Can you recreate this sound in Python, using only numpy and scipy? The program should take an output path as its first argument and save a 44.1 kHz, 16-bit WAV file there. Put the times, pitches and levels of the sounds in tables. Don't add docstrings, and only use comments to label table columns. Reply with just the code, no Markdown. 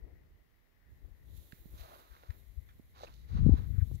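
import sys
import numpy as np
from scipy import signal
from scipy.fft import rfft, irfft
from scipy.io import wavfile
from scipy.ndimage import uniform_filter1d

SR = 44100
rng = np.random.default_rng(int(sys.argv[2]) if len(sys.argv) > 2 else 0)


def master(y):
    cut = np.clip(np.atleast_2d(y).T, -1, 1)
    pcm = np.round(cut * 32767)
    wavfile.write(sys.argv[1], SR, pcm.astype(np.int16))


N = 176400
T = np.arange(N) / SR
F = np.maximum(np.arange(N // 2 + 1) * SR / N, 1)
PORT_DELAY = np.exp(-2j * np.pi * F * 0.00048)


def undb(db):
    return 10 ** (np.asarray(db) / 20)


def unit(x):
    return x / np.sqrt(np.mean(x ** 2))


def fader(rows, column=1):
    points = np.array(rows)
    outside_s = np.maximum(points[0, 0] - T, 0) + np.maximum(T - points[-1, 0], 0)
    return undb(np.interp(T, points[:, 0], points[:, column])) * np.exp(-outside_s / 0.013)


def stereo_eq(rows):
    hz, *sides = np.array(rows).T
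    gain = undb([np.interp(np.log(F), np.log(hz), db) for db in sides])
    return gain * np.minimum(F / hz[0], 1) ** 2


def shape(x, gain):
    return irfft(rfft(x) * gain, N)


def band(hz, width):
    return (1 / (1 + 1j * (F / hz - hz / F) / width)) ** 2


def waver(rate_hz):
    return unit(shape(rng.standard_normal(N), np.exp(-(F / rate_hz) ** 2)))


def grains(per_second, spread_db):
    hits = rng.random(N) < per_second / SR
    polarity = rng.choice([-1, 1], N)
    size = undb(spread_db * np.minimum(rng.exponential(1, N), 4))
    return unit(hits * polarity * size)


def ports(x):
    left = shape(x, PORT_DELAY / np.sqrt(1 + (F / 1900) ** 4))
    return np.array([left, x])


# frequency in Hz, left and right EQ gain in dB.
AIR_EQ = [(28.5, -13, 3), (81, -7, -4.5), (186, -16.5, -16), (487, -24, -24), (1040, -27, -28),
          (1500, -27.5, -31), (2440, -29, -36), (3900, -34.5, -35.5), (5800, -37.5, -42.5),
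          (8930, -45, -47), (11300, -37, -38.5), (15000, -33.5, -35)]

def air():
    bed = unit(shape(rng.standard_normal((2, N)), stereo_eq(AIR_EQ)))
    return bed * undb(-68.5 + 0.17 * waver(2.1))


# time in seconds, left level in dB, centre in Hz.
HISS_DRIFT = [(0, -75.5, 1940), (0.551, -79, 1940), (.85, -77, 1870), (1.3, -77.5, 1920),
              (2.602, -77, 2024)]

def hiss():
    at, db, hz = np.array(HISS_DRIFT).T
    low_noise = shape(rng.standard_normal((2, N)), 1 / (1 + (F / 230) ** 2))
    carrier = np.cos(2 * np.pi * np.cumsum(np.interp(T, at, hz)) / SR)
    level = undb(np.interp(T, at, db) + 1.35 * waver(6.1))
    return unit(low_noise * carrier) * level * undb([[0], [-17]])


# time in seconds, force on the left port in dB, force on the right port in dB.
BREEZE = [(0, -52.5, -61), (0.12, -52.5, -64.5), (0.35, -62.5, -60.5), (0.58, -79, -77), (0.8, -76, -76),
          (0.92, -58.5, -51.5), (1.1, -49, -86), (1.2, -55.5, -64), (1.33, -41.5, -60), (1.52, -61.5, -71),
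          (1.78, -47.5, -51), (2.05, -62, -110), (2.22, -59.5, -70), (2.38, -50.5, -105),
          (2.62, -48.5, -67), (2.75, -56.5, -59.5), (2.95, -56.5, -64.5), (3.27, -43.5, -56)]
GUST = [(3.28, -45, -64), (3.34, -25.5, -40.5), (3.42, -20.5, -34), (3.48, -14, -39), (3.53, -16.5, -37),
        (3.58, -27, -41), (3.64, -32, -44), (3.71, -27, -58), (3.79, -27.5, -58.5), (3.87, -35, -63),
        (3.95, -28, -55), (4.0, -43.5, -67)]

def wind():
    octaves_per_db, rolloff_order = 0.0212, 3.4
    out = np.zeros((2, N))
    for side, trim_db in enumerate((-3, 1)):
        force = fader(list(BREEZE) + list(GUST), column=side + 1) + 1e-9
        excess_db = np.maximum(20 * np.log10(force) + 45, 0)
        corner_hz = 68.1 * 2 ** (octaves_per_db * excess_db)
        noise, rumble = rng.standard_normal(N), 0
        for hz in 25 * 2 ** (np.arange(12) / 2):
            window = np.maximum(1 - np.abs(2 * np.log2(F / hz)), 0)
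            part = shape(noise, window / np.sqrt(1 + (49 / F) ** 6))
            body = 1 / np.sqrt(1 + (hz / corner_hz) ** (2 * rolloff_order))
            skirt = undb(-23.5) / (1 + (hz / 450) ** 3) / (1 + force / 0.0019)
            rumble += part * (body + skirt)
        running_rms = np.sqrt(uniform_filter1d(rumble ** 2, int(0.07 * SR)) + 1e-18)
        out[side] = rumble / running_rms * force * undb(trim_db)
    return out


# centre time in seconds, level in dB, pitch in Hz.
EDDIES = [(0.041, -35, 46), (0.132, -44, 65.5), (1.049, -36.5, 46), (1.122, -39.5, 49), (1.387, -37, 61.4),
          (1.607, -46, 45), (1.738, -38, 54.7), (1.818, -35.5, 50.7), (2.12, -41.5, 50.4),
          (2.302, -26.5, 72), (2.5, -38.5, 60.4), (2.585, -28.5, 62.4), (3.351, -27.5, 171),
          (3.425, -17, 58), (3.4654, -9.5, 194), (3.494, -9, 216), (3.508, -23, 92), (3.53, -15.5, 64),
          (3.54, -19, 228), (3.786, -15.5, 87), (3.828, -14, 76)]

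def eddies():
    left = np.zeros(N)
    for at, db, hz in EDDIES:
        cycles = hz * (T - at)
        swell = undb(db) * np.exp(-(cycles / 0.67) ** 2)
        swing = np.cos(2 * np.pi * cycles)
        steepening = 0.35 * swell * np.cos(4 * np.pi * cycles)
        shed = undb(-35) * unit(shape(rng.standard_normal(N), band(2.35 * hz, width=0.84)))
        left += swell * (swing + steepening + shed)
    return np.array([left, np.zeros(N)])


# start in seconds, peak in dB, pitch in Hz.
BUMPS = [(1.531, -37, 147), (1.657, -37.5, 157), (1.74, -44, 218), (2.797, -38.5, 211), (3.914, -33.5, 270)]

def bumps():
    right = np.zeros(N)
    for at, db, hz in BUMPS:
        cycles = np.maximum(T - at, 0) * hz
        envelope = (1 - np.exp(-cycles / 0.12)) * np.exp(-cycles / 0.41)
        thud = np.sin(2 * np.pi * cycles) * envelope
        right += undb(db) * thud / np.abs(thud).max()
    return np.array([np.zeros(N), right])


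# time in seconds, right level in dB.
RUSTLE_SWELLS = [(0, -77), (.08, -64.5), (.25, -80.5), (.5, -88.5), (.95, -100), (1.05, -70), (1.18, -86),
                 (1.3, -75), (1.6, -74.5), (1.75, -77), (2.25, -94), (2.36, -73), (2.52, -91)]

def dull_rustle():
    rustle = unit(shape(rng.standard_normal((2, N)), band(340, width=0.85)))
    return rustle * fader(RUSTLE_SWELLS) * undb(2.4 * waver(23)) * undb([[3.5], [0]])


# time of the peak in seconds, level in dB,
# pitch in Hz, fade in seconds, bandwidth as a share of the pitch.
SCRAPES = [(1.308, -77.5, 3580, 0.084, 0.18), (1.552, -71.5, 2300, 0.025, 2.7),
           (1.896, -61, 665, 0.17, 0.37), (2.131, -64.5, 1280, 0.042, 0.65),
           (2.969, -61, 1070, 0.012, 0.82), (3.008, -47, 662, 0.01, .2), (3.037, -47, 596, 0.021, 0.49),
           (3.074, -58, 2590, 0.0097, 0.23), (3.509, -54, 907, 0.06, 0.25),
           (3.768, -64.5, 1430, 0.056, 0.72), (3.813, -63, 1480, 0.03, 0.53),
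           (3.95, -66, 6800, 0.016, 0.58)]

def scrapes():
    out = np.zeros(N)
    for at, db, hz, fade_s, width in SCRAPES:
        slope_s = np.where(T < at, 0.85 * fade_s, fade_s)
        swell = np.exp(-2 * ((T - at) / slope_s) ** 2)
        ticks = grains(1200, spread_db=3.5)
        out += undb(db) * swell * unit(shape(ticks, band(hz, width)))
    return ports(out)


# multiple of its pitch, bandwidth as a share of the centre, gain in dB.
TWIG_MODES = [(1, 1.0, 8.5), (2.05, 0.24, 4.5), (2.6, 0.29, -13.5), (3.7, .18, -6)]
# start in seconds, peak in dB, pitch in Hz, splinter decay in milliseconds.
SNAPS = [(0.074, -72, 704, 3), (1.052, -61.5, 700, 1.3), (1.523, -39, 1770, 1.5), (1.809, -44, 3220, 1.7),
         (1.949, -50, 3900, 2.2), (2.152, -49.5, 1350, 0.44), (2.165, -49.5, 704, 2.4),
         (2.235, -47.5, 700, 0.8), (2.305, -43.5, 1780, 1.9), (2.688, -54, 1510, 17),
         (2.962, -59, 1460, 2.6), (3.139, -51, 4500, 4), (3.435, -53, 1560, 1.1), (3.621, -54, 2620, 1.1)]

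def twigs():
    out = np.zeros(N)
    for at, db, hz, decay_ms in SNAPS:
        age = np.maximum(T - at, 0)
        fracture = np.arange(N) == int(at * SR)
        splinters = np.exp(-1000 * age / decay_ms)
        settling = undb(-20) * np.exp(-age / 0.056)
        debris = undb(-15) * rng.standard_normal(N) * (T >= at) * (splinters + settling)
        wood = sum(undb(mode_db) * band(ratio * hz, width) for ratio, width, mode_db in TWIG_MODES)
        crack = shape(fracture + debris, wood / (1 + (F / 8100) ** 4))
        out += undb(db) * crack / np.abs(crack).max()
    return ports(out)


# frequency in Hz, left and right EQ gain in dB.
LITTER_EQ = [(338, -6, -5.5), (633, -6.5, -7.5), (1000, -7, -2.5), (1240, -4, -3.5), (2070, -22, -14),
             (3400, -28.5, -16), (3880, -28, -9), (5280, -40, -19.5), (6700, -25.5, -20),
             (7550, -37.5, -29.5), (12300, -42, -58)]
# time in seconds, crunch fader in dB, grit fader in dB.
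SCUFFS = [
    [(1.73, -82, -94), (1.786, -74.5, -65), (1.936, -65, -75.5), (2.084, -78, -80), (2.132, -75.5, -77.5),
     (2.296, -77, -79.5), (2.304, -69.5, -91), (2.44, -97, -113)],
    [(2.964, -68.5, -71), (3.012, -71.5, -65), (3.044, -63.5, -61), (3.066, -73, -70), (3.078, -64.5, -70),
     (3.092, -71, -73), (3.228, -105, -76.5), (3.26, -98, -83)],
    [(3.28, -82, -78.5), (3.294, -77, -74), (3.386, -62.5, -70.5), (3.414, -70.5, -75),
     (3.502, -84.5, -74.5), (3.55, -67, -72.5), (3.59, -66.5, -72.5), (3.7, -83, -86)],
]

def scuffs():
    shared_power, crossover_hz = 0.81, 2770
    common = grains(1500, spread_db=0)
    both_ports = np.array([shape(common, PORT_DELAY), common])
    each_port = np.array([grains(9000, spread_db=2.5) for _ in range(2)])
    ticks = np.sqrt(shared_power) * both_ports + np.sqrt(1 - shared_power) * each_port
    low_share = 1 / (1 + (F / crossover_hz) ** 6)
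    crunch = unit(shape(ticks, stereo_eq(LITTER_EQ) * np.sqrt(low_share)))
    grit = unit(shape(ticks, stereo_eq(LITTER_EQ) * np.sqrt(1 - low_share)))
    crunch *= sum(fader(step) for step in SCUFFS) * undb(7 + 1.4 * waver(45))
    grit *= sum(fader(step, column=2) for step in SCUFFS) * undb(1 + 0.5 * waver(57))
    return crunch + grit


# frequency in Hz, left and right EQ gain in dB.
NEEDLE_EQ = [(1390, -32, -11), (2760, -16.5, -8), (3900, -11, -0.5), (5000, -14.5, -13), (6870, -8.5, -9.5),
             (7400, -5.5, -22.5), (8470, -16, -21.5), (9220, -14, -6.5), (10130, -16.5, -5.5),
             (11620, -6.5, -0.5), (12060, -14.5, 4.5), (14730, -8, -9)]
# time in seconds, fader in dB.
STROKES = [(0.9, -83.5), (1.22, -82), (1.375, -65), (1.43, -68), (1.65, -72), (1.82, -64.5), (1.87, -69),
           (1.99, -66), (2.05, -72.5), (2.29, -74.5), (2.38, -70.5), (2.45, -75.5), (2.95, -78),
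           (3.03, -73), (3.49, -82), (3.58, -73.5), (3.9, -69.5), (3.95, -68.5), (4.0, -70.5)]
AIRY_STROKES = [(1.25, -90), (1.37, -80), (1.6, -69.5), (1.85, -71), (2.08, -78), (2.29, -86), (2.36, -69),
                (2.46, -89)]

def snake_slide():
    ticks = np.array([grains(14000, spread_db=3.5) for _ in range(2)])
    needles = unit(shape(ticks, stereo_eq(NEEDLE_EQ))) * fader(STROKES) * undb(1.5)
    sheen = shape(rng.standard_normal((2, N)), band(15000, width=0.25)) * undb([[-13], [0]])
    airy_top = unit(sheen) * fader(AIRY_STROKES)
    flicker = undb(0.7 * waver(25))
    return (needles + airy_top) * flicker


def scene():
    background = air() + hiss()
    on_ports = wind() + eddies() + bumps()
    ground = dull_rustle() + scrapes() + twigs() + scuffs()
    return background + on_ports + ground + snake_slide()


def record(dry):
    low_cut = signal.butter(2, 20.1, "high", fs=SR, output="sos")
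    high_cut = signal.ellip(10, 0.2, 70, 15650, fs=SR, output="sos")
    return signal.sosfilt(high_cut, signal.sosfiltfilt(low_cut, dry))


dry = scene()
out = record(dry)
master(out)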